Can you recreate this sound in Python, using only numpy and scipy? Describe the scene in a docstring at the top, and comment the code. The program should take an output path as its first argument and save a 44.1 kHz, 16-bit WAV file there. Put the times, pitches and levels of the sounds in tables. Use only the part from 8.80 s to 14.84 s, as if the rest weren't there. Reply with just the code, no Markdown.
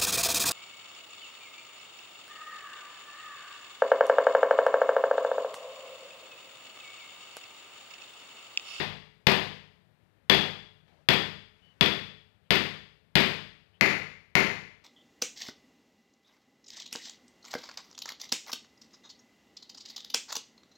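"""Hammer on a motor cover, bare room

A hammer taps the steel end cover of a hand-held fan motor on a workbench: seven blows on the plate, two by the hub.
Each is a noise burst through the resonances of the cover, with damped sines for the bench and echoes for the room.
Between blows, faint filtered noise, a thin squeak and ticks as the hand shifts the motor; below, air and hum.
Close microphone, limited, on the left channel; the right carries only a faint, blurred leak of it.
"""
import sys
import numpy as np
from scipy import signal
from scipy.fft import rfft, irfft, next_fast_len
from scipy.io import wavfile
from scipy.ndimage import uniform_filter1d, minimum_filter1d, map_coordinates

SR = 44100
rng = np.random.default_rng(int(sys.argv[2]) if len(sys.argv) > 2 else 0)


def master(y):
    """Save y as 16-bit WAV."""
    cut = np.clip(np.atleast_2d(y).T, -1, 1)
    pcm = np.round(cut * 32767)  # scale
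    wavfile.write(sys.argv[1], SR, pcm.astype(np.int16))


N = 266364
LEAD = SR // 2  # samples of run-up before time zero
TIME = np.arange(SR) / SR  # s
HZ = np.fft.rfftfreq(SR, 1 / SR)

# hammer blows: t/s, force/dB, place (0 plate, 1 hub), hollowness/dB, clank resonance/dB
BLOWS = [(-.135, 30, 0, 5.5, 5.5), (0.4685, 28, 0, 5, 4.5), (1.4972, 28, 0, 4, 12.5), (2.2869, 27, 0, 1, 9),
         (3.0094, 26.5, 0, -1, 11.5), (3.706, 27.5, 0, -2, 5.5), (4.3542, 29.5, 0, 0.5, 3.5),
         (5.0098, 24.5, 1, 0, 11), (5.5524, 24.5, 1, 1, 8.5)]
# how the cover answers on the plate, then by the hub: clank f/Hz, clank width/Hz, steel ring level/dB
PLACES = [(3400, 230, -3), (2050, 580, -5.5)]
# clank spectrum of the cover struck on the plate: f/Hz, level/dB
PLATE_CLANK = [(30, -30.5), (62, -5), (130, -0.5), (450, 1.5), (650, -3.5), (1550, -5.5), (1800, 0),
               (2900, -2.5), (5000, -11), (5400, -20), (7500, -32), (9600, -38), (11600, -31.5),
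               (14000, -34.5), (15000, -42)]
# clank spectrum of the cover struck by the hub: f/Hz, level/dB
HUB_CLANK = [(30, -32), (70, -4.5), (200, 2.5), (450, 4.5), (650, 0), (1450, -1.5), (2600, 1.5),
             (3500, -10.5), (4300, -7.5), (6000, -18.5), (6800, -18), (7700, -32.5), (12000, -29.5),
             (14000, -31), (15000, -43)]
# thin ringing of the steel: f/Hz, relative level/dB, t60/s
STEEL_MODES = [(1900, -38, 0.27), (3490, -37, 0.27), (3380, -35, 0.33), (3350, -36.5, 0.34),
               (3440, -36.5, 0.52), (3420, -39.5, 0.36), (3460, -34, 0.17), (4680, -40.5, .17)]
# the bench gives under the motor: f/Hz, relative level/dB, t60/s
BENCH_THUD = [(168, -2.5, 0.029), (240, -16, 0.026)]
# standing waves of the room and the bench top: f/Hz, relative level/dB, t60/s
BOOM_MODES = [(51.4, -46.5, 1), (97.7, -33.5, 0.69), (151.7, -27, 0.72), (181.3, -25.5, 0.55),
              (202.5, -25, 0.58), (239.6, -35, 0.56), (312.3, -26, 0.36), (386.7, -19.5, 0.39),
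              (428, -37, 0.82), (610, -36, 0.64), (648, -29.5, 0.23), (713.6, -25.5, 0.35)]
# first echoes off the walls: delay/s, gain (linear)
WALL_ECHOES = [(0.015, 0.07), (0.0173, 0.21), (0.028, 0.07), (0.047, 0.13), (0.051, 0.16)]
# late decay of the room: f/Hz, t60/s
ROOM_DECAY = [(80, .7), (250, 0.45), (1000, 0.54), (2200, 0.57), (4500, 0.57), (8000, 0.57), (14000, 0.43)]
# rubs as the hand shifts the motor: t/s, length/s, level/dB, centre f/Hz, width/Hz
RUBS = [(2.023, 0.25, -73, 2530, 3780), (2.043, 0.22, -66, 585, 600), (2.702, 0.38, -69, 1870, 3460),
        (3.638, 0.0545, -73, 2990, 702), (4.93, 0.059, -67.5, 2970, 706)]
# thin squeaks of the shifted motor: t/s, length/s, level/dB, pitch f/Hz
SQUEAKS = [(2.801, 0.15, -61.5, 2970), (2.822, 0.12, -81, 4490), (4.902, 0.088, -75, 2980)]
# light touches of metal: t/s, level/dB
TICKS = [(2.08, -22.5), (2.847, -27), (4.859, -30), (4.934, -32), (4.965, -35), (4.997, -34)]
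# spectrum shape of the room air: f/Hz, relative level per Hz/dB
AIR_SPECTRUM = [(25, -32), (50, -12), (80, -4.5), (110, -1.5), (130, -11.5), (160, -3), (210, -10.5),
                (290, -16), (550, -16.5), (1200, -23.5), (1800, -22), (4000, -30.5), (6000, -42),
                (15000, -43.5)]
# steady hum tones: f/Hz, rms level/dB
HUM_TONES = [(100, -79), (151, -72.5), (430, -86)]
# leak into the right channel: f/Hz, gain/dB
LEAK_GAIN = [(60, -36.5), (250, -38.5), (1000, -43.5), (2500, -50), (5000, -47.5), (9000, -30),
             (14000, -28.5)]

USUAL_DB = 29  # force of an ordinary blow
# bench thump of an ordinary blow with no hollowness; dB more per dB of force, per dB of hollowness
THUMP_DB, THUMP_PER_FORCE, THUMP_PER_HOLLOW = -0.37, 0.43, 0.41
BRIGHT_DB, BRIGHT_PER_HOLLOW = 0.43, 0.071  # clank tilt, dB per octave; more per dB of hollowness
RING_PER_FORCE = 0.45  # dB more steel ring per dB of force
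HEAD_HZ, HEAD_WIDTH_HZ, HEAD_DB = 13150, 320, 7  # the hammer head sings briefly
AIR_DB, AIR_FADE_DB_PER_S = -62.5, 0.4  # air level at time zero; it slowly grows quieter
TOP_HZ = 15400  # band limit of both channels


def hammer(direct_bass_db=-7, direct_db=-1.0, direct_top_db=4, renew=0.84,
           hollow_hz=850, hollow_width_hz=500, bench_lag_s=0.003):
    """Each blow clanks and rings the cover, thumps the bench and sets off the room."""
    track = np.zeros(LEAD + N)
    shared_tail = room_tail()
    # the small cover beams its treble at the close microphone
    near = causal(along([(700, direct_bass_db), (2200, direct_db), (8000, direct_top_db)], HZ))
    for s, force_db, place, hollow_db, clank_db in BLOWS:
        by_hub = place > 0.5
        extra_db = force_db - USUAL_DB
        clank_hz, width_hz, ring_db = PLACES[int(by_hub)]

        # spot and hardness of the blow decide how strongly each resonance answers
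        resonances = clank_db * bell(HZ, clank_hz, width_hz)
        resonances = resonances + hollow_db * bell(HZ, hollow_hz, hollow_width_hz)
        resonances = resonances + HEAD_DB * bell(HZ, HEAD_HZ, HEAD_WIDTH_HZ)
        body = cover_body(by_hub, hollow_db)
        steel = ring(STEEL_MODES, attack=0.0008, scatter_db=1.5)
        cover = causal(force_db + body + resonances) + amp(ring_db + RING_PER_FORCE * extra_db) * steel

        direct = signal.fftconvolve(contact(length=0.0051), near)[:SR]
        early = wall_echoes(direct)
        # the hammer lands on a new spot each time, so the late echoes partly change
        late = np.cos(renew) * shared_tail + np.sin(renew) * room_tail()
        add(track, s, signal.fftconvolve(cover, direct + early + late)[:SR])
        add(track, s + bench_lag_s, bench_thump(extra_db, hollow_db))
    return track


def cover_body(by_hub, hollow_db, ripple_db=1.36):
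    """Broad clank spectrum in dB of the cover at the struck place; hollower blows are also brighter."""
    octaves = np.log2(np.clip(HZ, 500, 5000) / 2000)  # the tilt pivots at 2 kHz
    bright_db = BRIGHT_DB + BRIGHT_PER_HOLLOW * hollow_db
    spectrum = along(HUB_CLANK if by_hub else PLATE_CLANK, HZ)
    return spectrum + bright_db * octaves + ripple_db * ripple()


def ripple(spacing_hz=70):
    """Random peaks and dips left by the many weak, damped modes of the cover, weaker in the bass."""
    knots = rng.standard_normal(SR // 8)
    return map_coordinates(knots, [HZ / spacing_hz], mode="nearest") * HZ / (HZ + 1500)


def contact(length=0.0054, rise=0.00031):
    """Steel chatters on steel for a few milliseconds: a noise burst of energy 1, spectrum nearly even."""
    gate = np.exp(-(TIME / length) ** 2) * (1 - np.exp(-TIME / rise))
    burst = rng.standard_normal(SR) * gate
    for _ in range(2):  # level the spectrum, then gate again
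        phase = np.angle(rfft(burst))
        burst = irfft(np.exp(1j * phase)) * gate
    return burst / np.linalg.norm(burst)


def ring(modes, attack, scatter_db):
    """Modes as exponentially damped sines, at slightly new strengths for each blow."""
    total = np.zeros(SR)
    for hz, db, t60 in modes:
        decay = amp(db + scatter_db * rng.standard_normal() - 60 * TIME / t60)
        total += decay * np.sin(2 * np.pi * hz * TIME)
    return (1 - np.exp(-TIME / attack)) * total


def bench_thump(extra_db, hollow_db):
    """Bench thud and room boom as damped sines; hard, hollow blows pass more of their push to the bench."""
    thump_db = THUMP_DB + THUMP_PER_FORCE * extra_db + THUMP_PER_HOLLOW * hollow_db
    thud = ring(BENCH_THUD, attack=0.0042, scatter_db=3.0)
    boom = ring(BOOM_MODES, attack=0.0017, scatter_db=0.5)
    return amp(thump_db) * (thud + boom)


def wall_echoes(direct):
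    """First reflections: delayed, weaker copies of the direct sound."""
    early = np.zeros(SR)
    for delay, gain in WALL_ECHOES:
        early += gain * np.pad(direct, (round(delay * SR), 0))[:SR]
    return early


def room_tail(build=0.0032):
    """Dense wall echoes of energy 1, as noise whose frequencies each die at their own speed."""
    hz, t, bins = signal.stft(rng.standard_normal(SR), SR, nperseg=256)
    decay = amp(-60 * t / along(ROOM_DECAY, hz)[:, None])
    tail = signal.istft(bins * decay, SR, nperseg=256)[1][:SR]
    tail = tail * (1 - np.exp(-(TIME / build) ** 2))  # the echoes take a moment to build up
    return tail / np.linalg.norm(tail)


def handling(touch_db=-4, flutter_hz=90):
    """Faint rubs (band noise), thin squeaks (fluttering sines) and metal ticks as the motor is turned."""
    track = np.zeros(LEAD + N)
    for s, length, db, centre_hz, width_hz in RUBS:
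        fade = signal.windows.tukey(int(length * SR), 0.5)
        noise = rng.standard_normal(len(fade))
        rub = unit(filtered(noise, lambda hz: bell(hz, centre_hz, width_hz)))
        add(track, s, amp(db) * rub * fade)
    for s, length, db, hz in SQUEAKS:
        fade = signal.windows.tukey(int(length * SR), 0.5)
        flutter = unit(uniform_filter1d(rng.standard_normal(len(fade)), size=70))
        pitch = hz + flutter_hz * flutter
        squeak = unit(np.sin(2 * np.pi * np.cumsum(pitch) / SR))
        add(track, s, amp(db) * fade * squeak)
    for s, db in TICKS:
        plate = causal(db + along(PLATE_CLANK, HZ))
        touch = amp(touch_db) * contact() + room_tail()  # direct sound, then the room
        add(track, s, signal.fftconvolve(plate, touch)[:SR])
    return track


def workshop(waver=0.54):
    """Quiet room air as shaped noise, with hum tones whose phase drifts at random (waver in radians)."""
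    t = np.arange(-LEAD, N) / SR
    air = unit(filtered(rng.standard_normal(len(t)), lambda hz: amp(along(AIR_SPECTRUM, hz))))
    hum = np.zeros(len(t))
    for hz, db in HUM_TONES:
        drift = map_coordinates(rng.standard_normal(64), [(t - t[0]) * 8])  # 8 knots per second
        hum += amp(db) * np.sqrt(2) * np.sin(2 * np.pi * hz * t + waver * drift)
    return amp(AIR_DB - AIR_FADE_DB_PER_S * t) * air + hum


def limiter(x, threshold_db=-6, release_db_per_s=60):
    """The gain ducks under loud blows and creeps back; a quicker dip catches the remaining peaks."""
    ahead = SR // 500  # 2 ms window
    level_db = 10 * np.log10(np.abs(uniform_filter1d(x ** 2, ahead)) + 1e-12)
    needed_db = minimum_filter1d(np.minimum(threshold_db - level_db, 0), ahead)
    # the lowest gain so far holds, rising in a straight line in dB
    recovery_db = release_db_per_s * np.arange(len(x)) / SR
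    gain_db = np.minimum.accumulate(needed_db - recovery_db) + recovery_db
    held = x * amp(uniform_filter1d(gain_db, ahead))
    dip = minimum_filter1d(1 / np.maximum(np.abs(held) / 0.88, 1), ahead // 2)
    return held * uniform_filter1d(dip, ahead // 2)


def amp(db):
    """Decibels to gain."""
    return 10 ** (np.asarray(db) / 20)


def unit(x):
    """Scale to rms 1."""
    return x / np.sqrt(np.mean(x ** 2) + 1e-20)


def along(points, hz):
    """Read (f/Hz, value) points on a log frequency axis."""
    f, value = np.transpose(points)
    return np.interp(np.log(hz + 1), np.log(f), value)


def bell(hz, centre, width):
    """Height 0-1 of a resonance."""
    return 1 / (1 + (2 * (hz - centre) / width) ** 2)


def filtered(x, response):
    """Filter x by a gain that is a function of frequency."""
    m = next_fast_len(x.shape[-1] + SR // 2)
    spectrum = rfft(x, m) * response(np.fft.rfftfreq(m, 1 / SR))
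    return irfft(spectrum, m)[..., :x.shape[-1]]


def causal(db):
    """The most compact (minimum-phase) impulse response with these levels on the HZ grid."""
    cepstrum = irfft(np.log(amp(db)))
    fold = np.r_[1, np.full(SR // 2 - 1, 2), np.zeros(SR // 2)]
    return irfft(np.exp(rfft(cepstrum * fold)))


def add(track, s, sound):
    """Mix a sound into the track at a time in seconds."""
    start = max(LEAD + round(s * SR), 0)
    part = track[start:start + len(sound)]
    part += sound[:len(part)]


def scene():
    """Everything reaches one close microphone, on the left channel; the right is silent so far."""
    sound = (hammer() + handling() + workshop())[LEAD:]
    return np.array([sound, np.zeros(N)])


def record(dry):
    """The limiter holds the blows down; a blurred trace leaks to the right; a steep band limit ends both."""
    left = limiter(dry[0])
    blur = signal.fftconvolve(left, contact(length=0.06))[:N]
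    trace = 0.4 * left + 0.9 * blur
    right = dry[1] + filtered(trace, lambda hz: amp(along(LEAK_GAIN, hz)))
    return filtered(np.array([left, right]), lambda hz: 1 / (1 + (hz / TOP_HZ) ** 80))


dry = scene()
out = record(dry)
master(out)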